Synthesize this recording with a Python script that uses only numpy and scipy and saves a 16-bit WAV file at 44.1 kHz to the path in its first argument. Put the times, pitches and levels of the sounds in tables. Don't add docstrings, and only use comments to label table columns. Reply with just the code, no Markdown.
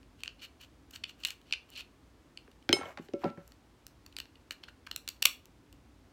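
import sys
import numpy as np
from scipy import signal
from scipy.fft import rfft, irfft
from scipy.io import wavfile
from scipy.ndimage import uniform_filter1d

SR = 44100
rng = np.random.default_rng(int(sys.argv[2]) if len(sys.argv) > 2 else 0)


def nominal_scale(level):
    x = np.asarray(level, float) / 20
    return 10 ** x


def store_wav(level_fs):
    pcm = np.round(np.clip(np.atleast_2d(level_fs), -1, 1) * 32767)
    wavfile.write(sys.argv[1], SR, pcm.T.astype(np.int16))


N = 270009

# (frequency [Hz], level [dB], t60 [s])
SHELL_MODES = [
    [(480, -12, .01), (900, -8, .007), (1350, 0, .006), (1850, 0, .006)],
    [(2350, -5, .007), (2930, 0, .01), (3500, -7, .006), (4330, -1, .009)],
    [(5400, -1, .003), (6300, -1, .004), (7250, -1, .004), (8400, -6, .003)],
    [(9800, -4, .002), (11600, -1, .002), (13300, 0, .002), (15000, -5, .002)],
]


def ring(modes, seconds, detune=0.):
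    t = np.arange(int(seconds * SR)) / SR
    hz, db, t60 = np.transpose(modes)[:, :, None]
    return np.sum(nominal_scale(db - 60 * t / t60) * np.sin(2 * np.pi * hz * (1 + detune) * t), axis=0)


def peak(x, db):
    return x * nominal_scale(db) / np.max(np.abs(x))


def add(track, x, start_s):
    i = int(start_s * SR)
    track[i:i + len(x)] += x[:N - i]


def band(x, lo_hz, hi_hz):
    return signal.sosfilt(signal.butter(2, [lo_hz, hi_hz], "band", fs=SR, output="sos"), x)


def swell(strokes, extra_db=0):
    t = np.arange(N) / SR
    gain = np.zeros(N)
    for stroke, extra in zip(strokes, extra_db + np.zeros(len(strokes))):
        start_s, end_s, db = stroke[:3]
        phase = np.clip((t - start_s) / (end_s - start_s), 0, 1)
        gain += nominal_scale(db + extra) * np.sin(np.pi * phase)
    return gain


def grit(chance, spread_db):
    return np.sign(chance[0] - .5) * nominal_scale(-spread_db * np.log(chance[1] + 1e-3))


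def hum():
    # (frequency [Hz], density [dB per Hz])
    spectrum = [(15, -24.5), (25, -29), (55, 0.5), (197, -13), (273, -6), (422, -15), (651, -19),
                (1120, -21.5), (1280, -23), (1780, -25.5), (2600, -28), (4860, -32.5), (7710, -37),
                (12900, -44), (16500, -44)]
    level_db = -61
    hz, db = np.transpose(spectrum)
    f = np.arange(N // 2 + 1) * SR / N + 1
    shape = nominal_scale(np.interp(np.log(f), np.log(hz), db))
    steady = irfft(rfft(rng.standard_normal(N)) * shape, N)
    hold = int(SR / 3)
    waver = np.repeat(rng.standard_normal(N // hold + 1), hold)[:N]
    waver = uniform_filter1d(waver, hold)
    air = steady + (nominal_scale(1.5 * waver) - 1) * band(steady, 30, 400)
    air = signal.sosfilt(signal.butter(16, 15900, fs=SR, output="sos"), air)
    return air * nominal_scale(level_db) / air.std()


def room(x):
    level_db, high_db = -12.5, -3
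    t60_low_s, t60_high_s, gap_s = 0.23, 0.22, .0095
    t = np.arange(int(.4 * SR)) / SR
    walls = np.where(t > gap_s, 1 + .8 * np.exp(-(t - gap_s) / .004), .45)
    noise = rng.standard_normal(len(t)) * walls
    low = band(noise, 150, 5000) * nominal_scale(-60 * t / t60_low_s)
    high = (noise - band(noise, 20, 5000)) * nominal_scale(high_db - 60 * t / t60_high_s)
    echo = low + high
    return signal.fftconvolve(x, echo * nominal_scale(level_db) / np.sqrt(np.sum(echo ** 2)))[:N]


def chatter(count=7):
    start_s, gap_s = 2.765, .0225
    thud_db, fall_db, tick_db, tick_fall_db = -30.5, 2, -42.5, 2.07
    thud_hz, tick_hz, rock_octaves = 650, 1250, 0.99
    rock_bounces, stop_bounces = 3.6, 4.5
    k = np.arange(count)
    rock = -np.sin(2 * np.pi * (k - .1) / rock_bounces) * np.exp(-(k / stop_bounces) ** 4)
    return list(zip(start_s + k * gap_s,
                    thud_db - k * fall_db,
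                    thud_hz * 2 ** (rock_octaves * rock),
                    tick_db - k * tick_fall_db + 5 * rock,
                    tick_hz + 0 * k))


def table():
    # (time [s], thud [dB], thud pitch [Hz], tick [dB], tick pitch [Hz])
    knocks = [(2.478, -51, 463, -48, 1120), (2.6914, -19, 338, -15, 1822), (2.712, -33, 408, -36, 2287),
              (2.7288, -17.5, 438, -9, 3347), (2.974, -41.5, 850, -31, 2100), (2.993, -33, 237, -52, 2000),
              (3.086, -43.5, 393, -43, 2350), (3.136, -23.5, 332, -38, 2580),
              (3.235, -27.5, 880, -50, 1700), (3.2411, -21, 330, -32.5, 1500),
              (3.242, -29.5, 800, -33.5, 2170), (3.253, -24.5, 560, -50, 1480),
              (3.259, -25.5, 178, -61, 1500), (3.301, -38.5, 246, -44, 2230), (3.375, -37, 189, -50, 1206),
              (3.377, -48, 790, -63, 1300)]
    # (frequency [Hz], level [dB], t60 [s])
    wood = np.array([(95, -6, .12), (172, -4, .1), (240, -1, .07), (320, 0, .065), (380, -1, .07),
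                     (450, -3, .06), (575, -3, .06), (690, -4, .05), (790, -2, .06), (990, -4, .05),
                     (1200, -6, .04)])
    # (start [s], end [s], level [dB])
    slides = [
        (2.74, 2.95, -50.5),
        (2.97, 3.0, -46.5),
        (3.2, 3.32, -51),
        (3.36, 3.43, -64.5),
    ]
    fall_db_per_octave, deep_fall_db = 14.5, 16
    out = np.zeros(N)
    for s, thud_db, thud_hz, tick_db, tick_hz in sorted(knocks + chatter()):
        chance = rng.standard_normal((3, 256))
        fall_db = fall_db_per_octave * np.log2(wood[:, 0] / thud_hz)
        place = wood.copy()
        place[:, 1] += 2 * chance[0, :len(wood)]
        place[:, 1] -= np.where(fall_db > 0, fall_db, np.minimum(-fall_db, deep_fall_db))
        detune = .04 * chance[1, :len(wood), None]
        thud = ring(place[::2], .15, detune[::2]) - ring(place[1::2], .15, detune[1::2])
        push = np.hanning(int(SR * 0.00052))
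        add(out, peak(np.convolve(thud, push), thud_db), s)
        tick = chance[2] * np.exp(-np.arange(256) / SR / .0015)
        tick = band(tick, tick_hz / 1.8, tick_hz * 1.8) + .05 * tick
        add(out, peak(tick, tick_db), s)
    drag = band(grit(rng.random((2, N)), 6), 500, 2000)
    return band(out, 62, 14000) + swell(slides) * drag / drag.std()


def blades():
    # (time [s], level [dB], favoured pitch [Hz], fall away from it [dB per octave])
    rings = [
        (2.7285, -19, 4730, 14),
        (2.812, -41, 1390, 18.5),
        (2.856, -51.5, 2420, 20),
        (3.138, -38.5, 617, 16),
        (3.249, -23.5, 891, 27.5),
        (3.376, -42.5, 810, 22),
    ]
    steel_hz = [565, 1340, 2191, 3112, 4107, 5195, 6331, 7553, 8861, 10240, 11690, 13220]
    # (level [dB], t60 [s])
    steel_decay = [(1.5, 0.26), (1, 0.31), (6.5, 0.21), (18.5, 0.02), (-2.5, 0.0474), (1, 0.096),
                   (-22.5, 0.44), (-15, 0.19), (-9.5, 0.28), (-23.5, 0.28), (-13, 0.18), (-14.5, .1)]
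    out = np.zeros(N)
    stops_s = [r[0] for r in rings[1:]] + [N / SR]
    for (s, ring_db, near_hz, fall_db), stop_s in zip(rings, stops_s):
        steel = np.column_stack([steel_hz, steel_decay])
        steel[:, 1] += ring_db - fall_db * np.abs(np.log2(steel[:, 0] / near_hz))
        tone = ring(steel, .45)
        t = s + np.arange(len(tone)) / SR
        add(out, tone * np.clip((stop_s + .03 - t) / .05, 0, 1), s)
    return out


def shell(slips, part, modes, detune=0.):
    # (low [Hz], high [Hz])
    edges_hz = [(350, 2300), (2000, 5200), (4700, 9200), (9000, 16500)]
    noise_db, noise_low_hz = -6.5, 1008
    lo_hz, hi_hz = edges_hz[part]
    out = 0
    for k, (mode, d) in enumerate(zip(modes, detune + np.zeros(len(modes)))):
        tone = signal.oaconvolve(slips, ring([mode], .012, d))
        out = out + (-1) ** k * nominal_scale(mode[1]) * tone / tone.std()
    out = band(out, lo_hz, hi_hz)
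    torn = slips * np.sign(np.roll(slips, 7))
    torn = np.pad(torn, (0, len(out) - len(slips)))
    raw = band(torn, max(lo_hz, noise_low_hz), hi_hz)
    return out / out.std() + nominal_scale(noise_db) * raw / raw.std()


def rasp():
    # (start [s], end [s], level [dB], low, upper and top parts re level [dB])
    strokes = [(0.179, 0.227, -66.5, -12), (0.382, 0.419, -61, -26), (0.411, 0.469, -46.5, -14),
               (0.594, 0.662, -56.5, -12), (0.922, 0.981, -57.5, -2.5), (1.069, 1.123, -57, -12),
               (1.173, 1.275, -62.5, -8), (1.231, 1.346, -52, -7.5), (1.449, 1.56, -63, -14),
               (1.684, 1.704, -64.5, -10), (1.706, 1.78, -58, -13), (1.75, 1.79, -45.5, -31),
               (1.769, 1.825, -44.5, -15.5), (4.865, 4.872, -43.5, -16.5), (2.796, 2.952, -77.5, 7.5),
               (2.995, 3.084, -70, -2), (3.174, 3.303, -66.5, -6.5), (3.38, 3.559, -82, 3),
               (4.511, 4.533, -53.5, -3.5), (4.631, 4.648, -51, -19), (4.678, 4.699, -53, -17)]
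    slips = grit(rng.random((2, N)), 5)
    body = np.array(SHELL_MODES)
    body[1, :, 1] -= 8 * np.abs(np.log2(body[1, :, 0] / 2950))
    parts = [shell(slips, k, modes)[:N] for k, modes in enumerate(body)]
    low, main, upper, top = [x / x.std() for x in parts]
    rest = upper + low + nominal_scale(-3.5) * top
    return swell(strokes) * main + swell(strokes, np.array(strokes)[:, 3]) * rest


def fractures():
    # (time [s], peak [dB], pitch of the piece [Hz], sharpness [dB], tearing time [ms])
    snips = [(0.2343, -25.5, 3120, -11.5, 1.8), (0.258, -36, 2200, -14, 1.9), (0.2779, -24, 2930, -31, 0.5),
             (0.6087, -46, 2950, -3.5, 8.9), (0.9344, -41.5, 3900, -13, 7), (0.957, -35, 3560, -8.5, 4.9),
             (1.037, -25.5, 2870, -37, 4.9), (1.092, -40, 2730, -10, 5.7), (1.2346, -28.5, 3250, -17, 4.4),
             (1.2497, -16.5, 3530, -5.5, 0.38), (1.2535, -21, 3200, -27, 1.9), (1.269, -44, 3530, 6, 5.6),
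             (1.285, -32.5, 2830, -4.5, 0.65), (1.3046, -28, 2900, -5.5, 1.4),
             (1.509, -36.5, 2500, -19, 1.8), (1.525, -15.5, 2450, -25, 0.84), (1.5316, -23, 2500, -38, 6.7),
             (1.774, -44.5, 3330, 0, 4.6), (2.3739, -31, 3200, -43.5, 0.78)]
    # (time [s], peak [dB], pitch of the piece [Hz], sharpness [dB], tearing time [ms])
    cracks = [(3.5201, -46.5, 4520, -4.5, 0.24), (3.8666, -44.5, 3690, 6.5, 0.21),
              (4.0621, -41, 4500, -5.5, 2.5), (4.1654, -27.5, 4430, -10, 1.8),
              (4.1852, -30.5, 3300, -6, 1.9), (4.201, -26.5, 3900, -8.5, 0.89),
              (4.255, -47, 3900, -20, 1.4), (4.5075, -24, 3270, -11.5, 2.1),
              (4.636, -34, 3650, -31.5, 1.76), (4.6827, -48.5, 2440, -29, 4.9),
              (4.8694, -39, 2600, -13, 3.7), (4.9125, -25, 3720, -11, 2.2), (4.961, -26, 3730, 0, 1.3),
              (5.0773, -24.5, 3850, -6, 0.56), (5.0873, -28, 4260, -0.5, 2.8),
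              (5.2219, -24, 3200, -0.5, 4.1), (5.2251, -15, 3630, -2, 1.43), (5.2533, -4.5, 3200, -5, 4.2)]
    # (time [s], peak [dB], sharpness [dB], tearing time [ms])
    ticks = [(0.03, -52.5, -18, 1.2), (0.204, -52.5, -5, 3.3), (0.214, -54, -22, 8.1),
             (0.907, -49, 1.5, 5.3), (1.2, -67, 9, 2.5), (1.4144, -52.5, -4.5, 1.5),
             (1.7022, -59, 10, 0.63), (2.5138, -54.5, -6, 2.8), (2.625, -53.5, -12, 2.4),
             (3.4774, -60, 13, 0.27), (4.124, -48.5, -11, 3.6), (4.355, -48.5, -20.5, 3.4),
             (5.159, -57, -10, 9.7), (5.4558, -50.5, 5, 0.3), (5.727, -48, 0, 0.53)]
    tick_hz, piece_fall_db = 3200, 13
    snip_low_db, crack_low_db, tick_low_db, low_db_per_octave = -21, -6, -22.5, 17.5
    low_lag = .45
    top_db, top_steepness = -2, 1.4
    breaks = [(*r, snip_low_db) for r in snips]
    breaks += [(*r, crack_low_db) for r in cracks]
    breaks += [(s, db, tick_hz, sharp_db, tear_ms, tick_low_db) for s, db, sharp_db, tear_ms in ticks]
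    out = np.zeros(N)
    t = np.arange(512) / SR
    for s, db, piece_hz, sharp_db, tear_ms, low_db in sorted(breaks):
        chance, detune = rng.random((2, len(t))), rng.standard_normal((4, 4))
        run = t / (tear_ms / 1000)
        slips = grit(chance, 3) * np.minimum(.35 + run, 1) * np.exp(-run ** 4)
        body = np.array(SHELL_MODES)
        body[1, :, 1] -= piece_fall_db * np.abs(np.log2(body[1, :, 0] / piece_hz))
        low_db -= low_db_per_octave * np.log2(piece_hz / 3000) + low_lag * (db + 30)
        parts_db = [low_db, 0, sharp_db, top_db + top_steepness * sharp_db]
        for k, part_db in enumerate(parts_db):
            sound = shell(slips, k, body[k], .015 * detune[k])
            add(out, peak(sound, db + part_db), s)
    return out


def scene():
    near = fractures() + rasp() + table()
    steel = blades()
    return (near + steel + room(near + .4 * steel) + hum())[None]


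def top_cut(x):
    return signal.sosfilt(signal.butter(12, 17060, fs=SR, output="sos"), x)


def record(dry):
    mix = signal.sosfilt(signal.ellip(8, .2, 60, 16800, fs=SR, output="sos"), dry)
    return top_cut(mix)


dry = scene()
out = record(dry)
store_wav(out)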